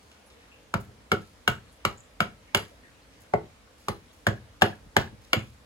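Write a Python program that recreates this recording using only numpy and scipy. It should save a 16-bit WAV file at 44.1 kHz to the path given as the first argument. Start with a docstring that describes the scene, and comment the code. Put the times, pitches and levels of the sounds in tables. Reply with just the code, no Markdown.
"""Hatchet work in a plank shed

Close to two microphone ports, in an open plank shed, a hatchet trims a wooden blank on a chopping stump.
Each chop is shaped noise for the splitting fibres and crushed wood, and dying sines for the knock and ring
of the blank, the clink of the steel and the thud of the stump. The shed answers with echoes, a tail and
resonances, a far wall with one faint slap. Filtered noise makes rustling chips and clothes and outdoor air."""
import sys
import numpy as np
from scipy import signal
from scipy.fft import rfft, irfft, next_fast_len
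from scipy.io import wavfile
from scipy.ndimage import uniform_filter1d

SR = 44100
rng = np.random.default_rng(int(sys.argv[2]) if len(sys.argv) > 2 else 0)


def generate_wav(signal):
    """Clip the signal to [-1, 1] and save it as 16-bit WAV at the path in sys.argv[1]."""
    frames = np.transpose(np.atleast_2d(signal))
    scaled = np.clip(frames, -1, 1) * 32767
    pcm = np.round(scaled).astype(np.int16)
    wavfile.write(sys.argv[1], SR, pcm)


N = 249165
CHOP_SIZE = 16384  # samples given to one short sound


def amp(db):
    """Turns decibels into an amplitude factor."""
    return 10 ** (np.asarray(db) / 20)


def evened(x):
    """Scales to an rms of 1."""
    return x / np.sqrt(np.mean(x ** 2) + 1e-20)


def burst(x, db):
    """Scales a short sound to the energy of 10 ms at the given level."""
    return amp(db) * x * np.sqrt(SR / 100 / (np.sum(x ** 2) + 1e-20))


def read(points, hz, axis=1):
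    """Reads one column of a table, joined by straight lines over log frequency."""
    table = np.transpose(points)
    return np.interp(np.log(hz + 1), np.log(table[0] + 1), table[axis])


def freqs(size):
    """Frequencies [Hz] of the bins of a real spectrum."""
    return np.fft.rfftfreq(size, 1 / SR)


def octave_band(hz, centre, octaves):
    """A bell-shaped pass band over log frequency; the width is its standard deviation."""
    return np.exp(-.5 * (np.log2((hz + 1) / centre) / octaves) ** 2)


def add(mix, s, sound):
    """Mixes a sound in at s seconds."""
    part = mix[max(round(s * SR), 0):][:len(sound)]
    part += sound[:len(part)]


def tilted(table, db_per_octave):
    """Makes a table of (frequency [Hz], level [dB], ..) brighter or duller."""
    return [(hz, db + db_per_octave * np.log2(hz / table[0][0]), *rest) for hz, db, *rest in table]


def colour(x, points):
    """Causal filter with the given spectrum."""
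    log_gain = np.log(amp(read(points, abs(np.fft.fftfreq(1024, 1 / SR)))))
    # the Hilbert transform of the log gain gives the minimum phase
    taps = np.fft.ifft(np.exp(np.conj(signal.hilbert(log_gain)))).real
    return signal.fftconvolve(x, taps)[:len(x)]


def whiten(x):
    """Evens out the spectrum of a burst, so that it has no pitch of its own."""
    power = uniform_filter1d(abs(rfft(x)) ** 2, size=61)
    inverse_db = -10 * np.log10(power / power.mean() + 1e-6)
    return colour(x, np.column_stack([freqs(len(x)), inverse_db]))


def struck(modes, pitch, rise, scatter_db, detune):
    """Dying sines that build up while the blade pushes; each blow weights them a little differently."""
    t = np.arange(CHOP_SIZE) / SR
    chance = rng.standard_normal((len(modes), 2))
    sines = np.zeros(CHOP_SIZE)
    for (f, db, t60), (louder, sharper) in zip(modes, chance):
        envelope = amp(db + scatter_db * louder - 60 * t / t60)
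        sines += envelope * np.sin(2 * np.pi * f * pitch * (1 + detune * sharper) * t)
    return sines * (1 - np.exp(-(t / rise) ** 2))


def scrape(db, hz, octaves, fade):
    """One soft grainy scrape: band-limited noise of uneven strength that starts fast and fades."""
    t = np.arange(CHOP_SIZE) / SR
    noise = rng.standard_normal(CHOP_SIZE)
    unevenness = evened(uniform_filter1d(rng.standard_normal(CHOP_SIZE), 120))
    grains = noise * amp(4.5 * unevenness)
    body = evened(irfft(rfft(grains) * octave_band(freqs(CHOP_SIZE), hz, octaves)))
    return amp(db) * body * (1 - np.exp(-t / 0.0014)) * np.exp(-t / fade)


# how alike diffuse sound is at the two ports: (frequency [Hz], left-right likeness [0 to 1])
PORT_LIKENESS = [(60, 0.9), (220, 0.82), (450, 0.76), (700, 0.074), (3000, 0.08), (12000, 0.023)]


def diffuse(pair):
    """Spectra of two unrelated noises, made alike in the bass as at two close ports."""
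    left, other = rfft(pair)
    same = np.clip(read(PORT_LIKENESS, freqs(pair.shape[1])), 0, 1)
    return np.array([left, same * left + np.sqrt(1 - same ** 2) * other])


def stir(x, patchy_db):
    """Lets a noise swell and sink in patches, about 600 Hz wide and a tenth of a second long."""
    z = signal.stft(x, nperseg=512)[2]
    smooth_pitch = uniform_filter1d(rng.standard_normal(z.shape[1:]), size=7, axis=0)
    patches = evened(uniform_filter1d(smooth_pitch, size=18, axis=1))
    return signal.istft(z * amp(patchy_db * patches), nperseg=512)[1][:, :N]


# the rumble at rest [dB], just after a blow relative to the thud [dB], and its dying time [s]
RUMBLE_REST_DB, RUMBLE_CHOP_DB, RUMBLE_T60_S = -66, -35, 6.2


def rumble_level(t):
    """The rumble swells after each thud of the stump and sinks back slowly."""
    thuds = [(s, db) for s, *_, db, _ in CHOPS] + BLANK_BUMPS
    swells = [(t > s) * amp(db + RUMBLE_CHOP_DB - 60 * abs(t - s) / RUMBLE_T60_S) for s, db in thuds]
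    return np.sqrt(amp(RUMBLE_REST_DB) ** 2 + np.sum(np.square(swells), axis=0))


AIR_DB = -57
# spectral shape of the outdoor hiss: (frequency [Hz], relative level [dB per Hz])
AIR_SPECTRUM = [(15, -39), (25, -19), (59, -2.5), (149, -10), (285, -6), (394, -16), (439, -7.5),
                (775, -13), (2800, -18.5), (10700, -30), (16000, -41)]


def air():
    """Faint hiss of leaves on the hillside and a low rumble that swells and sinks."""
    hz, t = freqs(N), np.arange(N) / SR
    leaves = irfft(diffuse(rng.standard_normal((2, N))) * amp(read(AIR_SPECTRUM, hz)), N)
    hiss = evened(stir(leaves, patchy_db=1.1))
    low = octave_band(hz, 58, 0.5)
    rumble = evened(irfft(diffuse(rng.standard_normal((2, N))) * low, N))
    return amp(AIR_DB) * hiss + rumble_level(t) * rumble


# a wall across the yard sends back the middle of each knock: delay, level, centre and width
FAR_ECHO_S, FAR_ECHO_DB, FAR_ECHO_HZ, FAR_ECHO_OCTAVES = .11, -26.5, 1680, 0.066


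def far_echo(x):
    """One late, thin slap from outside the shed."""
    size = next_fast_len(N + SR // 4, True)
    hz = freqs(size)
    band = octave_band(hz, FAR_ECHO_HZ, FAR_ECHO_OCTAVES)
    delay = np.exp(-2j * np.pi * hz * FAR_ECHO_S)
    return amp(FAR_ECHO_DB) * irfft(rfft(x, size) * band * delay, size)[:N]


# the shed's diffuse tail: (frequency [Hz], level [dB], t60 [s])
DIFFUSE_TAIL = [(88.5, -6, 0.49), (194, -5.5, 0.33), (450, -1, 0.22), (1400, -5, 0.2), (2850, -4.5, 0.2),
                (7140, -16.5, 0.2), (14400, -35, 0.32)]
# echoes off stump top, posts and walls: (left port delay [s], right port delay [s], relative level [dB])
NEAR_ECHOES = [(.0021, .0023, -18), (.0048, 0.0052, -7.5), (.0088, 0.0099, -18), (.0205, .0207, -18.5),
               (.0325, 0.0335, -32)]
# lingering resonances of the shed: (frequency [Hz], relative gain at the peak [dB], t60 [s])
SHED_RESONANCES = [(334, 0, 0.19), (580, -20, 0.11), (850, -3, 0.06), (1178, -17.5, 0.1), (1320, -4, 0.31),
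                   (1467, 2, 0.13), (1630, -10, 0.49)]


def shed(x, build_up, echo_db, modes_db):
    """A few echoes, a random diffuse tail that dies band by band, and lingering resonances."""
    size = SR // 2
    t, hz = np.arange(size) / SR, freqs(size)
    noise, response = diffuse(rng.standard_normal((2, size))), np.zeros((2, size))
    for k, (_, db, t60) in enumerate(DIFFUSE_TAIL):
        # each band is full at its own row and gone at its neighbours
        band = read([(row[0], float(j == k)) for j, row in enumerate(DIFFUSE_TAIL)], hz)
        fade = amp(-60 * t / t60) * (1 - np.exp(-t / build_up))
        response += amp(db) * irfft(noise * band, size) * fade / np.linalg.norm(fade)
    # narrow posts and planks throw back little bass
    bounce = signal.lfilter(*signal.butter(1, 700, "highpass", fs=SR), signal.unit_impulse(CHOP_SIZE))
    for k, (*delays, db) in enumerate(NEAR_ECHOES):
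        for channel, delay in zip(response, delays):
            add(channel, delay, (-1) ** k * amp(db + echo_db) * bounce)
    for f, db, t60 in SHED_RESONANCES:
        peak_gain = 2 * np.log(1000) / (t60 * SR)
        phases = rng.uniform(0, 2 * np.pi) + rng.standard_normal((2, 1)) * f / 1300
        response += amp(db + modes_db - 60 * t / t60) * peak_gain * np.sin(2 * np.pi * f * t + phases)
    return signal.fftconvolve(x[None], response, axes=1)[:, :N]


# clothes stir faintly as the arm works: level, centre, width and fade of one stir, then their spreads
CLOTH_DB, CLOTH_HZ, CLOTH_OCTAVES, CLOTH_FADE_S = -66.5, 3130, 1, 0.14
CLOTH_SPREAD_DB, CLOTH_SPREAD_OCTAVES = 2.5, 1.2
RUSTLE_FADE_S = 0.038
# the clearest scrapes of chips and grip: (time [s], level [dB], centre [Hz], width [octaves])
CLEAR_RUSTLES = [(.035, -63, 450, 0.11), (.11, -58.5, 2820, 1), (.145, -68, 1450, 0.08),
                 (.26, -66, 9800, 0.19), (.29, -60, 444, 0.22), (.3, -59, 2510, 0.94),
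                 (.355, -60.5, 473, 0.12), (.515, -57.5, 2720, .15), (.8, -57.5, 9800, 0.93),
                 (.89, -55.5, 368, 0.67), (1.675, -66, 4100, 0.16), (1.72, -62.5, 9160, 0.28),
                 (1.974, -55.5, 7250, 0.12), (2.48, -57.5, 2100, 0.25), (2.71, -58.5, 566, 0.35),
                 (2.835, -54.5, 1850, 0.14), (2.875, -68, 1640, 0.14), (3.02, -66, 4400, 0.14),
                 (3.2, -60.5, 7400, 0.69), (3.55, -79, 450, 0.41), (4.08, -62.5, 3500, 0.14)]


def rustles(count):
    """A few clear scrapes of chips and hands, and faint stirs of cloth strewn all through."""
    out = np.zeros(N)
    for s, db, hz, octaves in CLEAR_RUSTLES:
        add(out, s, scrape(db, hz, octaves, RUSTLE_FADE_S))
    for k, (when, strength, height) in enumerate(rng.uniform(-1, 1, (count, 3))):
        s = (k + .5 + .5 * when) / count * N / SR
        hz = CLOTH_HZ * 2 ** (CLOTH_SPREAD_OCTAVES * height)
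        add(out, s, scrape(CLOTH_DB + CLOTH_SPREAD_DB * strength, hz, CLOTH_OCTAVES, CLOTH_FADE_S))
    return out


# the whole stump on the floor: (frequency [Hz], relative level [dB], t60 [s])
STUMP_MODES = [(59.8, -10, 0.11), (101.3, -4.5, 0.11), (116.5, -8, 0.12), (133.6, -10.5, 0.058),
               (169.4, 3.5, 0.046), (206.6, 4, 0.05), (257, 3, 0.029)]


def thud(db, brightness=0):
    """The blank drives the heavy stump against the floor, which radiates little deep bass."""
    ringing = struck(tilted(STUMP_MODES, brightness), 1, rise=.006, scatter_db=1, detune=.015)
    return burst(signal.lfilter(*signal.butter(2, 55, "highpass", fs=SR), ringing), db)


# the top of the stump: (frequency [Hz], relative level [dB], t60 [s])
STUMP_TOP_MODES = [(286, -3, 0.033), (331.2, -20.5, 0.19), (406.5, 0, 0.06), (454.7, -3, 0.052),
                   (523.5, -1, 0.049), (612, -9.5, 0.07), (993, 2, 0.012), (1070, 3, 0.015)]


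def clonk(db):
    """The top of the stump rings, building up a little more slowly than the blank."""
    return burst(struck(STUMP_TOP_MODES, 1, rise=.002, scatter_db=1.5, detune=.012), db)


# the hatchet head: (frequency [Hz], relative level [dB], t60 [s])
STEEL_MODES = [(2773, 4, 0.012), (2794, -4.5, 0.018), (4010, -5, 0.02), (4705, -4.5, 0.013),
               (5470, -4.5, 0.012), (12600, -26.5, 0.09), (15200, -25.5, 0.087)]
# the twisting modes of the head: (frequency [Hz], relative level [dB], t60 [s])
TWIST_MODES = [(3020, 4.5, 0.0061), (3276, -2.5, 0.014)]


def clink(modes, db):
    """The steel head rings only briefly while it is wedged in the wood."""
    return burst(struck(modes, 1, rise=.0005, scatter_db=1.5, detune=.005), db)


# the blank's hollow modes: (multiple of the knock pitch [ratio], relative level [dB], t60 [s])
KNOCK_MODES = [(.88, -11.5, 0.031), (1, 3, 0.022), (1.12, -4, 0.017), (1.47, -21.5, 0.053),
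               (1.7, -29.5, 0.035), (2.7, -28, 0.083)]


def knock(db, hz):
    """The hollow low modes of the blank."""
    return burst(struck(KNOCK_MODES, hz, rise=.0013, scatter_db=1, detune=.008), db)


# the lower partner of the ring: its pitch, level and decay time relative to the ring's
RING_PAIR_RATIO, RING_PAIR_DB, RING_PAIR_LIFE = 0.877, -1, 0.57


def ring(db, hz, t60):
    """Two close modes of the blank swing against each other: a woody ring that the wedged blade damps."""
    upper_mode = [(1, 0, t60)]
    lower_mode = [(RING_PAIR_RATIO, RING_PAIR_DB, t60 * RING_PAIR_LIFE)]
    upper = struck(upper_mode, hz, rise=.0008, scatter_db=.5, detune=.003)
    lower = struck(lower_mode, hz, rise=.0008, scatter_db=.5, detune=.003)
    return burst(lower - upper, db)


OVERTONE_T60_S = 0.02


def overtone(db, hz):
    """A higher bending mode of the blank, which shifts with the grip."""
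    return burst(struck([(1, 0, OVERTONE_T60_S)], hz, rise=.0006, scatter_db=0, detune=.003), db)


# level relative to the ring's setting, centre, width and fade
CRUNCH_DB, CRUNCH_HZ, CRUNCH_OCTAVES, CRUNCH_FADE_S = -9, 950, 0.75, 0.0099


def crunch(ring_db):
    """Wood crushed under the blade gives a short grainy noise that follows the level of the ring."""
    return scrape(ring_db + CRUNCH_DB, CRUNCH_HZ, CRUNCH_OCTAVES, CRUNCH_FADE_S)


SPLIT_RISE_S, SPLIT_S = .00065, 0.0024  # the edge enters and bites in
PEEL_DB, PEEL_S, SNAP_SPREAD_DB = -26.5, 0.036, 5  # the chip peels off; how much the snaps differ in size
# spectrum of splitting fibres before any tilt: (frequency [Hz], relative level [dB per Hz])
FIBRE_SPECTRUM = [(200, -10.5), (600, 1.5), (1400, 1), (2000, 2), (3000, -3), (5200, -5.5), (6200, -10.5),
                  (7300, -6), (9000, -15.5), (11500, -12), (13500, -21), (15300, -14), (17000, -33.5)]


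def split(db, brightness):
    """Fibres snap in a dense, dry burst as the edge enters, then thinly as the chip peels off."""
    t = np.arange(CHOP_SIZE) / SR
    noise = rng.standard_normal(CHOP_SIZE)
    snap_size = np.repeat(rng.standard_normal(CHOP_SIZE // 16), 16)
    snaps = noise * amp(SNAP_SPREAD_DB * snap_size)
    shape = (1 - np.exp(-t / SPLIT_RISE_S)) * (np.exp(-t / SPLIT_S) + amp(PEEL_DB) * np.exp(-t / PEEL_S))
    return burst(colour(whiten(snaps * shape), tilted(FIBRE_SPECTRUM, brightness)), db)


EXTRA_CRACK_DB_PER_OCTAVE, SPLINTER_DB_PER_OCTAVE = -1.5, -0.5  # brightness
THUD_DELAY_S = 0.004706  # the stump moves this long after the blank
# the blank drops back or settles on the stump: (time [s], level [dB])
BLANK_BUMPS = [(0.875, -49), (4.86, -52), (5.127, -43.5), (5.363, -24.5), (5.599, -58)]
# splinters snap as a chip tears away: (time [s], level [dB])
SPLINTER_SNAPS = [(2.572, -35), (4.997, -52), (5.012, -46)]
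# further crackling bursts within milliseconds of the start of some chops: (time [s], level [dB])
EXTRA_CRACKS = [(1.1192, -31), (4.271, -34.5), (4.6123, -38), (4.617, -38), (4.6229, -26), (4.9687, -30),
                (5.3325, -32.5)]
# one row a chop: (time [s], ring pitch of the blank [Hz], ring t60 [s], knock pitch [Hz], knock level [dB],
# ring level [dB], overtone pitch [Hz], overtone level [dB], steel level [dB], blade twist level [dB],
# fibre crack level [dB], crack brightness [dB per octave], stump top level [dB],
# stump thud level [dB], thud brightness [dB per octave])
CHOPS = [(0.7396, 1393, 0.015, 663, -33, -28, 2220, -40, -43, -43, -31, -1.5, -31.5, -25, -1),
         (1.1173, 1416, 0.022, 736, -26, -20, 2184, -29, -34, -34, -31.5, 0, -23.5, -24.5, 5),
         (1.4772, 1490, 0.011, 744, -25.5, -19.5, 2225, -28.5, -25.5, -28, -26.5, 0, -28, -25.5, -1),
         (1.8509, 1320, 0.0091, 674, -40.5, -23, 2258, -28.5, -32.5, -40, -24.5, -1.14, -32.5, -30, -1),
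         (2.2043, 1445, 0.014, 710, -29.5, -22.5, 2240, -32, -30, -38, -27.5, -1.5, -33.5, -27, 3),
         (2.5475, 1515, 0.0089, 700, -37, -25, 2190, -32, -26, -22.5, -21, -0.2, -31, -29, -3.5),
         (3.337, 1400, 0.013, 748, -19, -36, 2050, -36, -61, -58, -37.5, -3.5, -21, -26.5, 2),
         (3.884, 1220, 0.0086, 828, -35.5, -29.5, 2120, -55, -44, -42, -33.5, 1, -29.5, -30.5, 0),
         (4.2674, 1637, 0.0092, 736, -23.5, -22, 2230, -50, -46, -37, -29.5, 0, -24.5, -20.5, 2),
         (4.6198, 1693, 0.022, 768, -17, -20.5, 2330, -46, -28.5, -26.5, -21.5, -2, -23, -21.5, 5.5),
         (4.966, 1700, 0.01, 825, -21, -20, 2100, -26.5, -37, -28.5, -20.5, -1.2, -22.5, -21.5, 1.5),
         (5.3315, 1420, 0.0094, 772, -24.5, -28.5, 2234, -25, -25, -26.5, -22.5, -1.6, -25.5, -42, 13)]


def hatchet(count):
    """Every chop sets blank, steel and stump ringing; the chops are dealt in turn into groups."""
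    groups = np.zeros((count, N))
    for k, (s, ring_hz, ring_t60, knock_hz, knock_db, ring_db, overtone_hz, overtone_db, steel_db, twist_db,
            crack_db, crack_tilt, top_db, thud_db, thud_tilt) in enumerate(CHOPS):
        # the chops take turns among several random draws of the shed's tail
        out = groups[k % count]
        add(out, s, knock(knock_db, knock_hz))
        add(out, s, ring(ring_db, ring_hz, ring_t60))
        add(out, s, overtone(overtone_db, overtone_hz))
        add(out, s, clink(STEEL_MODES, steel_db) - clink(TWIST_MODES, twist_db))
        add(out, s, split(crack_db, crack_tilt))
        add(out, s, crunch(ring_db))
        add(out, s, clonk(top_db))
        add(out, s + THUD_DELAY_S, thud(thud_db, thud_tilt))
    for s, db in EXTRA_CRACKS:
        add(groups[0], s, split(db, EXTRA_CRACK_DB_PER_OCTAVE))
    for s, db in SPLINTER_SNAPS:
        add(groups[0], s, split(db, SPLINTER_DB_PER_OCTAVE))
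    for s, db in BLANK_BUMPS:
        add(groups[0], s, thud(db))
    return groups


# direct sound at the two microphone ports:
# (frequency [Hz], left minus right level [dB], phase lead of the left port [rad])
PORT_BALANCE = [(105, -3, 0.32), (416, -1.5, 0.55), (870, 3.5, 2.02), (980, 7, 0.54), (1530, 8.5, 0.4),
                (2225, -1, 4.5), (3190, 3, 3.5), (4400, 1.5, 5), (5600, -3, 4), (6300, 1.5, 0.5),
                (8640, -0.5, -2.9), (10800, -0.5, -7.5), (11600, 1, -4.5), (15800, -1, -11.5)]


def ports(x):
    """The direct sound reaches the two ports with a level and phase of their own."""
    size = next_fast_len(N + 512, True)
    hz, z = freqs(size), rfft(x, size)
    balance = amp(read(PORT_BALANCE, hz, axis=1))
    lag = np.exp(-1j * read(PORT_BALANCE, hz, axis=2))
    constant_power = np.sqrt(2 / (1 + balance ** 2))
    return irfft(np.array([balance * z, lag * z]) * constant_power, size)[:, :N]


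def scene():
    """Chops and rustles heard directly and through the shed, over the outdoor air."""
    sources = [*hatchet(count=4), rustles(count=16)]
    direct = sum(sources)
    # each group of chops, and the rustles, gets its own random draw of the same shed's tail
    answer = sum(shed(x, build_up=0.0011, echo_db=-4.5, modes_db=1.5) for x in sources)
    return amp(2) * ports(direct) + answer + far_echo(direct) + air()


EDGE_HZ = 16500  # upper band limit


def record(dry):
    """The microphone sheds the deepest bass and rounds off the loudest peaks; then the band limit."""
    lean = signal.sosfilt(signal.butter(2, 48, "highpass", fs=SR, output="sos"), dry)
    held = lean / (1 + abs(lean / .95) ** 6) ** (1 / 6)
    low_pass = signal.firwin(511, EDGE_HZ, window=("kaiser", 9), fs=SR)
    return signal.oaconvolve(held, low_pass[None], "same")


dry = scene()
out = record(dry)
generate_wav(out)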